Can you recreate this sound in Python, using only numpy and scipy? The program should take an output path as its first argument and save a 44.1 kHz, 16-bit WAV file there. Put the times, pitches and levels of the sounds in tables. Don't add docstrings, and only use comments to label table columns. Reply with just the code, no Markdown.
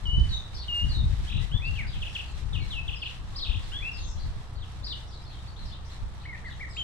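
import sys
import numpy as np
from scipy import signal
from scipy.io import wavfile
from scipy.ndimage import uniform_filter1d

SR = 44100
rng = np.random.default_rng(int(sys.argv[2]) if len(sys.argv) > 2 else 0)


def put_to_file(sound):
    columns = np.atleast_2d(sound).T
    safe = np.clip(columns, -1, 1)
    whole_steps = np.round(safe * 32767)
    wavfile.write(sys.argv[1], SR, whole_steps.astype(np.int16))


N = 301203

# start and length in seconds, held pitch, end pitch and closing lift in Hz,
# level in dB.
WHISTLE_NOTES = [(0.053, 0.185, 2901, 3036, -13, -34), (0.681, 0.17, 2827, 2835, 118, -31.5)]
# start and length in seconds, onset and goal pitch in Hz, settling time in
# seconds, then level, scatter send and mid-note arch in dB.
SLUR_NOTES = [(0.289, 0.14, 4460, 3556, 0.037, -44.5, 3, 17.5),
              (0.891, 0.18, 4755, 3516, 0.051, -44.5, 1, 18),
              (1.754, 0.115, 3400, 1000, 0.066, -47.5, 1, 7),
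              (2.53, 0.059, 3920, 2003, 0.032, -36, 2.5, 18.5),
              (2.704, 0.11, 4220, 2524, .028, -33.5, 0, 19.5), (6.282, 0.1, 2265, 2020, 0.034, -48, -3, 13),
              (6.328, 0.033, 2060, 1770, 0.013, -43, -2, 3)]
# start and length in seconds, centre pitch and swing either way in Hz, turns per second,
# level in dB.
TRILL_NOTES = [(1.29, 0.112, 3177, 780, 39, -43.5), (3.457, 0.11, 3076, 632, 39.5, -41.5)]
# start and first note's length in seconds,
# first and second pitch in Hz, level in dB.
PAIR_NOTES = [(1.514, 0.073, 3335, 2635, -40.5), (3.717, 0.072, 3230, 2599, -38)]
# start and delay of the second chit in seconds, level in dB.
CHIT_NOTES = [(2.017, 0.045, -35.5), (2.148, 0.042, -34), (2.878, 0.05, -33.5), (3.017, 0.039, -33.5)]
# start and length in seconds, top and end pitch in Hz, level in dB.
HOOK_NOTES = [(1.648, 0.019, 4800, 3840, -45), (5.468, 0.027, 4680, 3700, -52.5),
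              (6.25, 0.019, 2280, 2280, -43), (6.439, 0.059, 2105, 1655, -44),
              (6.595, 0.057, 2280, 1764, -39), (6.765, 0.083, 3212, 2936, -33)]
# start and length in seconds, onset and end pitch in Hz, level in dB.
GLIDE_NOTES = [(0.31, 0.064, 6000, 6590, -56), (1.266, 0.032, 2800, 3590, -46.5),
               (1.395, 0.059, 1980, 2047, -55), (2.594, 0.062, 4450, 3940, -53.5),
               (2.595, 0.053, 2287, 2230, -51), (2.955, 0.022, 5270, 4860, -47),
               (3.93, 0.036, 5280, 4720, -48.5), (3.99, 0.086, 6100, 6460, -54.5),
               (6.344, 0.017, 2210, 2540, -50), (6.688, 0.12, 8130, 6420, -58.5)]
# time into it in seconds, pitch in Hz, relative level in dB.
CHIRP_SHAPE = [(0, 3350, -12), (.009, 3950, -12), (.017, 4950, 3), (.029, 5330, -6), (.04, 4500, 3),
               (0.053, 3350, -5), (.062, 4620, -2.5), (.076, 4100, 2), (.091, 3650, 4.5), (.11, 2850, -3),
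               (0.117, 2700, -18)]
# start in seconds, pitch ratio, level in dB, share in plain view from 0 to 1.
SPARROW_CALLS = [(0.53, 1.03, -43, 0.37), (1.852, 0.86, -46.5, 0), (2.989, 0.93, -50, 0.12),
                 (3.347, 0.99, -36, 0.73), (4.542, 0.9, -55, 0.78), (4.83, 1, -36, 0.71),
                 (5.64, 0.95, -50.5, 0), (6.68, 1, -51.5, 0.03)]
# start and length in seconds, top and end pitch in Hz, level in dB,
# share in plain view from 0 to 1.
CHATTER_NOTES = [(2.07, 0.086, 5800, 4360, -65, 0.13), (2.233, 0.13, 4510, 3920, -59, 0.2),
                 (3.62, 0.026, 4600, 4080, -49.5, 0.08), (3.902, 0.04, 5620, 5300, -58, 0.2),
                 (3.961, 0.1, 4020, 3400, -48, 0.02), (4.038, 0.079, 7380, 6500, -58, 0),
                 (4.074, 0.06, 5780, 5460, -54, 0.16), (4.168, 0.07, 4460, 4050, -51.5, 0.02),
                 (5.063, .045, 5820, 4650, -60, 0), (5.099, 0.035, 4800, 4200, -53, 0.15),
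                 (5.12, 0.058, 4130, 3910, -53, .2), (5.198, 0.046, 5400, 4900, -61, 0),
                 (5.248, 0.07, 4430, 4130, -53, 0.22), (5.302, 0.051, 3700, 3000, -56, .15),
                 (5.387, 0.028, 3800, 3650, -58, 0.4), (5.559, 0.083, 4190, 4010, -52, .25),
                 (5.712, 0.031, 3780, 3260, -51.5, 0.3), (5.844, 0.041, 5780, 4530, -58, 0),
                 (5.893, 0.045, 4250, 3560, -54, 0.27), (6.19, 0.046, 4240, 4020, -56, 0.05),
                 (6.232, 0.025, 3240, 3100, -54, 0.25), (6.44, 0.064, 4390, 3930, -56, 0.08),
                 (6.499, 0.034, 3770, 2960, -49.5, .15)]
# start and length in seconds, pitch in Hz, level in dB.
HOOT_NOTES = [(3.3, 0.17, 1096, -59), (3.57, 0.04, 1083, -59), (6.68, 0.025, 1085, -55)]
# start and hold in seconds, level in dB, left over right in dB.
PORT_GUSTS = [(0.042, 0.05, -26.5, 8), (0.132, 0.059, -23, 0.5), (0.182, 0.045, -21.5, -8),
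              (0.265, 0.053, -26.5, -3), (0.353, 0.027, -31, -10), (0.544, 0.022, -31.5, -2),
              (0.681, 0.074, -40.5, 9), (0.825, 0.033, -23.5, 13), (0.885, 0.023, -24.5, 1),
              (0.964, 0.043, -22.5, 7), (1.027, 0.071, -23.5, 2.5), (1.121, 0.029, -26, 20),
              (1.187, 0.067, -27, 1), (1.318, 0.12, -25.5, 21), (1.365, 0.013, -30, -4),
              (1.523, 0.042, -24.5, 7), (1.6, 0.29, -31.5, 6), (1.678, 0.045, -29.5, 12),
              (1.952, 0.032, -29, 2.5), (2.015, 0.056, -34, -5), (2.33, 0.6, -35, 10),
              (2.446, 0.017, -27, 21), (2.523, 0.11, -28, 11), (3.175, 0.26, -38, 6),
              (3.471, 0.035, -34, 17), (3.545, 0.035, -26.5, 6), (3.622, 0.14, -36.5, 1),
              (3.814, 0.026, -34, 8), (3.966, 0.17, -34, 2.5), (4.163, 0.099, -31.5, 6),
              (4.265, 0.026, -29.5, -2), (4.362, 0.02, -33, 1), (4.567, 0.034, -33, 17),
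              (4.801, 0.05, -36, 4), (5.612, 0.055, -34, -6), (6.013, 0.027, -29, -4)]
# time in seconds, centre in Hz, peak in dB, left over right in dB.
GUST_THUMPS = [(0.136, 41.7, -21, 18), (0.158, 71.4, -24, -19), (0.219, 53.7, -10, -12),
               (0.865, 80, -15, 12), (1.003, 70, -22, 8), (1.043, 85, -16, 21), (1.068, 58.4, -15, -15),
               (1.137, 81, -14.5, 20), (1.365, 95, -15, 14), (1.551, 70, -12, 12), (2.56, 70, -20.5, 13),
               (2.895, 55, -22, 9), (3.502, 38, -15, 18)]
# frequency in Hz, relative noise density in dB.
BUFFET_SPECTRUM = [(11, -6), (18, -6.5), (43, 5), (86, -1), (140, -8.5), (203, -41.5), (290, -56),
                   (450, -49), (990, -120)]
# frequency in Hz, relative noise density in dB.
TRAFFIC_SPECTRUM = [(30, -28), (60, -9), (100, -6), (150, -12.5), (220, -21.5), (330, -23), (480, -25.5),
                    (700, -26), (950, -19.5), (1300, -26), (2200, -42)]
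# multiple of the line frequency, level in dB.
MOTOR_PARTIALS = [(1, -45.5), (1.45, -50.5), (2, -54), (3, -63), (5, -78.5)]
# frequency in Hz, relative noise density in dB.
LEAF_SPECTRUM = [(1500, 13), (2200, 3), (4000, 9), (5200, -0.5), (6500, 2.5), (8700, -12.5), (10500, -11.5),
                 (13000, -39)]
# time in seconds, level in dB before the hiss gain.
LEAF_STIR = [(0.0, -74.5), (3.67, -73.5), (4.05, -75.5), (6.8, -77.5)]
# time of the peak in seconds, swell in dB.
RUSTLE_SWELLS = [(.42, -0.5), (.77, 2), (.92, 1.5), (1.23, 3.5), (1.43, 4.5), (1.73, 3.5), (2.06, 6),
                 (2.32, 1), (3.3, 0.5), (3.72, 2.5)]
# midpoint and length in seconds, band centre in Hz, level in dB.
SHRUB_TICKS = [(0.072, 0.004, 5100, -48.5), (0.199, 0.0032, 5000, -49.5), (0.77, 0.07, 8450, -60),
               (2.32, .03, 7200, -60)]
# frequency in Hz, left-right correlation from -1 to 1.
AIR_CORRELATION = [(60, 1), (200, 0.74), (700, 0.69), (1300, 0.089), (2500, 0.0061), (12000, -0.18)]


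def syrinx(t, hz, level_db, jitter, flutter_db=1.5, edge_s=0.0033, overtone_db=-40):
    phase = 2 * np.pi * np.cumsum(hz * (1 + jitter * waver(t, per_s=250))) / SR
    edges = np.sin(np.pi / 2 * np.clip(np.minimum(t, t[-1] - t) / edge_s, 0, 1)) ** 2
    gain = np.sqrt(2) * edges * from_db(level_db + flutter_db * waver(t, per_s=107))
    return gain * (np.sin(phase) + from_db(overtone_db) * np.sin(2 * phase))


def note(length, onset_hz, held_hz, end_hz, level_db, settle_s, swell_db, scatter_db,
         arch_db=4, blur=0.005):
    t = times(length)
    along = t / length
    hz = held_hz + (end_hz - held_hz) * along + (onset_hz - held_hz) * np.exp(-t / settle_s)
    effort_db = level_db + swell_db * (along - 0.5) + arch_db * (np.sin(np.pi * along) - 1)
    jitter = 0.0022 + blur * max(scatter_db, 0)
    return with_scatter(syrinx(t, hz, effort_db, jitter), scatter_db)


def whistles(onset_hz=3200, settle_s=0.0066, lift_s=0.028, attack_db=3, fade_db=6, fade_s=0.023):
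    out = np.zeros((2, N))
    for start, length, held_hz, end_hz, lift_hz, level_db in WHISTLE_NOTES:
        t = times(length)
        drop_hz = (onset_hz - held_hz) * np.exp(-t / settle_s)
        lift = np.sin(np.pi / 2 * np.clip(1 - (length - t) / lift_s, 0, 1)) ** 2
        hz = np.interp(t, [0, length], [held_hz, end_hz]) + drop_hz + lift_hz * lift
        effort_db = level_db - attack_db * np.exp(-t / fade_s) - fade_db * np.exp((t - length) / fade_s)
        tone = syrinx(t, hz, effort_db, jitter=0.0014, flutter_db=0.1)
        add(out, start, with_scatter(tone, scatter_db=-3))
    return out


def slurs(flutter_db=5.5):
    out = np.zeros((2, N))
    for start, length, onset_hz, goal_hz, settle_s, level_db, scatter_db, arch_db in SLUR_NOTES:
        slur = note(length, onset_hz, goal_hz, goal_hz, level_db, settle_s,
                    swell_db=-20.5, scatter_db=scatter_db, arch_db=arch_db)
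        add(out, start, slur * from_db(flutter_db * waver(times(length), per_s=66.3)))
    return out


def trills(rise_share=0.72, first_top_s=0.00505):
    out = np.zeros((2, N))
    for start, length, centre_hz, swing_hz, turns_per_s, level_db in TRILL_NOTES:
        t = times(length)
        swing = -signal.sawtooth(2 * np.pi * turns_per_s * (t - first_top_s), 1 - rise_share)
        tone = syrinx(t, centre_hz + swing_hz * swing, level_db, jitter=0.015)
        add(out, start, with_scatter(tone, scatter_db=2))
    return out


def rising_pairs(link_s=0.032, second_s=0.08):
    out = np.zeros((2, N))
    for start, length, first_hz, second_hz, level_db in PAIR_NOTES:
        first = first_hz * np.array([0.82, 1, 1.075])
        second = second_hz * np.array([0.9, 1, 1.06])
        low_hz = first[-1] / 2
        upper = note(length, *first, level_db, settle_s=0.012, swell_db=2, scatter_db=0.5, arch_db=3)
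        lower = note(length, *(first / 2), level_db - 18, settle_s=0.0152, swell_db=-4, scatter_db=-3)
        link = note(link_s, low_hz, low_hz, second[0], level_db - 15,
                    settle_s=link_s, swell_db=12, scatter_db=5)
        answer = note(second_s, *second, level_db + 4, settle_s=0.0183, swell_db=6.5, scatter_db=1)
        add(out, start, upper + lower)
        add(out, start + length, link)
        add(out, start + length + link_s, answer)
    return out


def chits(length_s=0.0232, onset_hz=3720, knee_hz=3200, end_hz=2370, second_db=-4):
    out = np.zeros((2, N))
    for start, delay, level_db in CHIT_NOTES:
        for when, db in ((start, level_db), (start + delay, level_db + second_db)):
            flick = note(length_s, onset_hz, knee_hz, end_hz, db, settle_s=0.0106, swell_db=5, scatter_db=0)
            add(out, when, flick)
    return out


def arch(length, top_hz, end_hz, leap_s, leap_from=0.7):
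    t = times(length)
    leap = leap_from + (1 - leap_from) * np.sin(np.pi / 2 * np.minimum(t / leap_s, 1))
    return t, leap * np.interp(t, [leap_s, length], [top_hz, end_hz])


def hooks(arch_db=6):
    out = np.zeros((2, N))
    for start, length, top_hz, end_hz, level_db in HOOK_NOTES:
        t, hz = arch(length, top_hz, end_hz, leap_s=0.0177)
        effort_db = level_db + arch_db * (np.sin(np.pi * t / length) - 1)
        add(out, start, with_scatter(syrinx(t, hz, effort_db, jitter=0.012)))
    return out


def thin_glides():
    out = np.zeros((2, N))
    for start, length, onset_hz, end_hz, level_db in GLIDE_NOTES:
        add(out, start, note(length, onset_hz, onset_hz, end_hz, level_db,
                             settle_s=length, swell_db=4, scatter_db=3, blur=0.0047))
    return out


def with_scatter(sound, scatter_db=0):
    return np.array([sound, sound * from_db(scatter_db)])


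def garden(direct, sent, build_s=0.012, early_t60_s=0.14, late_t60_s=0.5, late_db=-6,
           wet_db=-2.5, echo_s=0.046, echo_db=-19.5, left_lead_s=0.00008):
    t = times(1)
    decay = from_db(-60 * t / early_t60_s) + from_db(late_db - 60 * t / late_t60_s)
    reflections = rng.standard_normal((2, SR)) * decay * (1 - np.exp(-t / build_s))
    response = from_db(wet_db) * rms_one(reflections) / np.sqrt(SR)
    response[:, int(echo_s * SR)] += from_db(echo_db)
    scattered = signal.fftconvolve(sent[None], response, axes=1)[:, :N]
    now = np.arange(N) / SR
    straight = np.array([direct, np.interp(now - left_lead_s, now, direct)])
    return (straight + scattered) * pan(left_over_right_db=2.2)


def chirp(ratio, level_db, jitter):
    shape_s, shape_hz, shape_db = np.transpose(CHIRP_SHAPE)
    t = times(shape_s[-1])
    hz = ratio * np.interp(t, shape_s, shape_hz)
    return syrinx(t, hz, level_db + np.interp(t, shape_s, shape_db), jitter)


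def sparrows(open_jitter=0.0213, hidden_jitter=0.068):
    near, hidden = np.zeros((2, 2, N))
    for start, ratio, level_db, in_view in SPARROW_CALLS:
        call = chirp(ratio, level_db, in_view * open_jitter + (1 - in_view) * hidden_jitter)
        add(near, start, with_scatter(in_view * call))
        add(hidden, start, through_hedge((1 - in_view) * call))
    return near, hidden


def hedge_chatter(rasp=0.0733, jitter=0.038):
    out = np.zeros((2, N))
    for start, length, top_hz, end_hz, level_db, in_view in CHATTER_NOTES:
        t, hz = arch(length, top_hz, end_hz, leap_s=0.022)
        blur = (1 - in_view) ** 2
        warble = 1 + blur * rasp * waver(t, per_s=600)
        call = syrinx(t, hz * warble, level_db, blur * jitter, flutter_db=2, edge_s=0.0031)
        add(out, start, through_hedge(call, in_view))
    return out


def far_flock(count=70, level_db=-73.5, spread_db=2, low_ratio=0.96, high_ratio=1.8):
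    out = np.zeros((2, N))
    for k, (when, pitch, strength) in enumerate(rng.random((count, 3))):
        ratio = low_ratio + (high_ratio - low_ratio) * pitch
        call = chirp(ratio, level_db + spread_db * (2 * strength - 1), jitter=0.0553)
        add(out, (k + when) / count * N / SR, through_hedge(call))
    return out


def far_hoots():
    out = np.zeros((2, N))
    for start, length, hz, level_db in HOOT_NOTES:
        add(out, start, through_hedge(syrinx(times(length), hz, level_db, jitter=0.035, flutter_db=0)))
    return out


def through_hedge(call, in_view=0, t60_s=0.34):
    t = times(1 / 3)
    wash = rms_one(rng.standard_normal((2, len(t))) * from_db(-60 * t / t60_s))
    paths = wash * np.sqrt((1 - in_view) / len(t))
    paths[:, 0] += np.sqrt(in_view)
    return signal.fftconvolve(call[None], paths, axes=1) * pan(left_over_right_db=4)


def gusts(attack_s=0.012, release_s=0.031, lull_db=-43, flutter_db=0.76):
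    t = np.arange(N) / SR
    power = np.full((2, N), from_db(lull_db) ** 2)
    for start, hold, level_db, pan_db in PORT_GUSTS:
        shape = np.exp(np.minimum(t - start, 0) / attack_s - np.maximum(t - start - hold, 0) / release_s)
        power += (from_db(level_db) * rms_one(pan(pan_db)) * (shape + 1e-9)) ** 2
    flutter = np.array([waver(t, per_s=20), waver(t, per_s=20)])
    return np.sqrt(power) * from_db(-flutter_db * flutter)


def wind(left_strong_db=-26, right_strong_db=-21, brightening=0.49, pivot_hz=70, shared=0.11, eddy_s=0.072):
    strength = gusts()
    excess_db = 20 * np.log10(strength) - np.array([[left_strong_db], [right_strong_db]])
    eddies = sum(band * from_db(brightening * excess_db * np.log2(hz / pivot_hz))
                 for hz, band in noise_bands(BUFFET_SPECTRUM))
    eddies = eddies + shared * eddies[::-1]
    running_rms = np.sqrt(uniform_filter1d(eddies ** 2, int(eddy_s * SR), axis=1) + 1e-12)
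    return eddies / running_rms * strength


def thumps():
    out = np.zeros((2, N))
    t = np.arange(-SR // 25, SR // 25) / SR
    for when, hz, peak_db, pan_db in GUST_THUMPS:
        u = (np.pi * hz * t) ** 2
        ports = from_db(peak_db + np.minimum([[pan_db], [-pan_db]], 0))
        add(out, when + t[0], ports * (2 * u - 1) * np.exp(-u))
    return out


def traffic(level_db=-47.5):
    return from_db(level_db) * air(TRAFFIC_SPECTRUM)


def motor_hum(line_hz=62.25, wander=0.0056, waver_db=2):
    t = np.arange(N) / SR
    phase = 2 * np.pi * np.cumsum(line_hz * (1 + wander * waver(t, per_s=6.2))) / SR
    return sum(np.sqrt(2) * from_db(level_db + waver_db * waver(t, per_s=15)) * np.sin(multiple * phase)
               for multiple, level_db in MOTOR_PARTIALS)


def rustle_db(swell_s=0.096):
    t = np.arange(N) / SR
    steady_db = np.interp(t, *np.transpose(LEAF_STIR))
    return steady_db + sum(db * np.exp(-((t - when) / swell_s) ** 2) for when, db in RUSTLE_SWELLS)


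def leaf_hiss(gain_db=19.5, flutter_db=2.5, grain_db=1.5):
    t = np.arange(N) / SR
    texture_db = flutter_db * waver(t, per_s=18) + grain_db * waver(t, per_s=300)
    return from_db(rustle_db() + gain_db + texture_db) * air(LEAF_SPECTRUM) * pan(left_over_right_db=-1.2)


def crackle(busy_per_s=120, busy_db=-75, size_db=-48, spread_db=2):
    snaps = rng.random(N) < busy_per_s * from_db(2 * (rustle_db() - busy_db)) / SR
    sizes = from_db(size_db + spread_db * np.minimum(rng.exponential(1, N), 3)) * rng.standard_normal((2, N))
    return band_pass(snaps * sizes + 1e-18, low_hz=4500, high_hz=10500)


def ticks(band_ratio=1.1):
    out = np.zeros(N)
    for when, length, hz, level_db in SHRUB_TICKS:
        size = int(length * SR)
        burst = rms_one(band_pass(rng.standard_normal(SR // 10), hz / band_ratio, hz * band_ratio))[-size:]
        add(out, when - length / 2, from_db(level_db) * burst * np.hanning(size))
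    return out


def air(spectrum):
    out = 0
    for hz, (mid, side) in noise_bands(spectrum):
        alike = at_hz(AIR_CORRELATION, hz)
        out = out + np.sqrt(1 + alike) * mid + np.sqrt(1 - alike) * np.array([side, -side])
    return rms_one(out)


def noise_bands(spectrum):
    white = rng.standard_normal((2, 2, N + SR // 2))
    edges = 2 ** np.arange(np.log2(spectrum[0][0]), np.log2(spectrum[-1][0]), 0.5)
    for k, low in enumerate(edges):
        hz = low * 2 ** 0.25
        yield hz, from_db(at_hz(spectrum, hz)) * band_pass(white[k % 2], low, low * np.sqrt(2))[:, -N:]


def band_pass(x, low_hz, high_hz):
    return signal.sosfilt(signal.butter(2, [low_hz, high_hz], "band", fs=SR, output="sos"), x)


def at_hz(points, hz):
    knots_hz, values = np.transpose(points)
    return np.interp(np.log(hz), np.log(knots_hz), values)


def waver(t, per_s):
    knots = rng.standard_normal(4096)
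    return np.interp(t * per_s, np.arange(len(knots)), knots)


def times(length):
    return np.arange(int(length * SR)) / SR


def from_db(db):
    return 10 ** (np.asarray(db) / 20)


def pan(left_over_right_db):
    return from_db(np.array([[0.5], [-0.5]]) * left_over_right_db)


def rms_one(x):
    return x / np.sqrt(np.mean(x ** 2) + 1e-20)


def add(track, start, sound):
    i = max(int(start * SR), 0)
    track[..., i:i + sound.shape[-1]] += sound[..., :max(N - i, 0)]


def scene():
    near, hidden = sparrows()
    song = whistles() + slurs() + trills() + rising_pairs() + chits() + hooks() + thin_glides()
    direct, sent = song + near
    birds = garden(direct, sent) + hidden + hedge_chatter() + far_flock() + far_hoots()
    town = traffic() + motor_hum()
    shrubs = leaf_hiss() + crackle() + ticks()
    return birds + town + shrubs + wind() + thumps()


def record(dry):
    stop_db, stop_hz = 70, 14100
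    return signal.sosfilt(signal.cheby2(12, stop_db, stop_hz, fs=SR, output="sos"), dry)


dry = scene()
out = record(dry)
put_to_file(out)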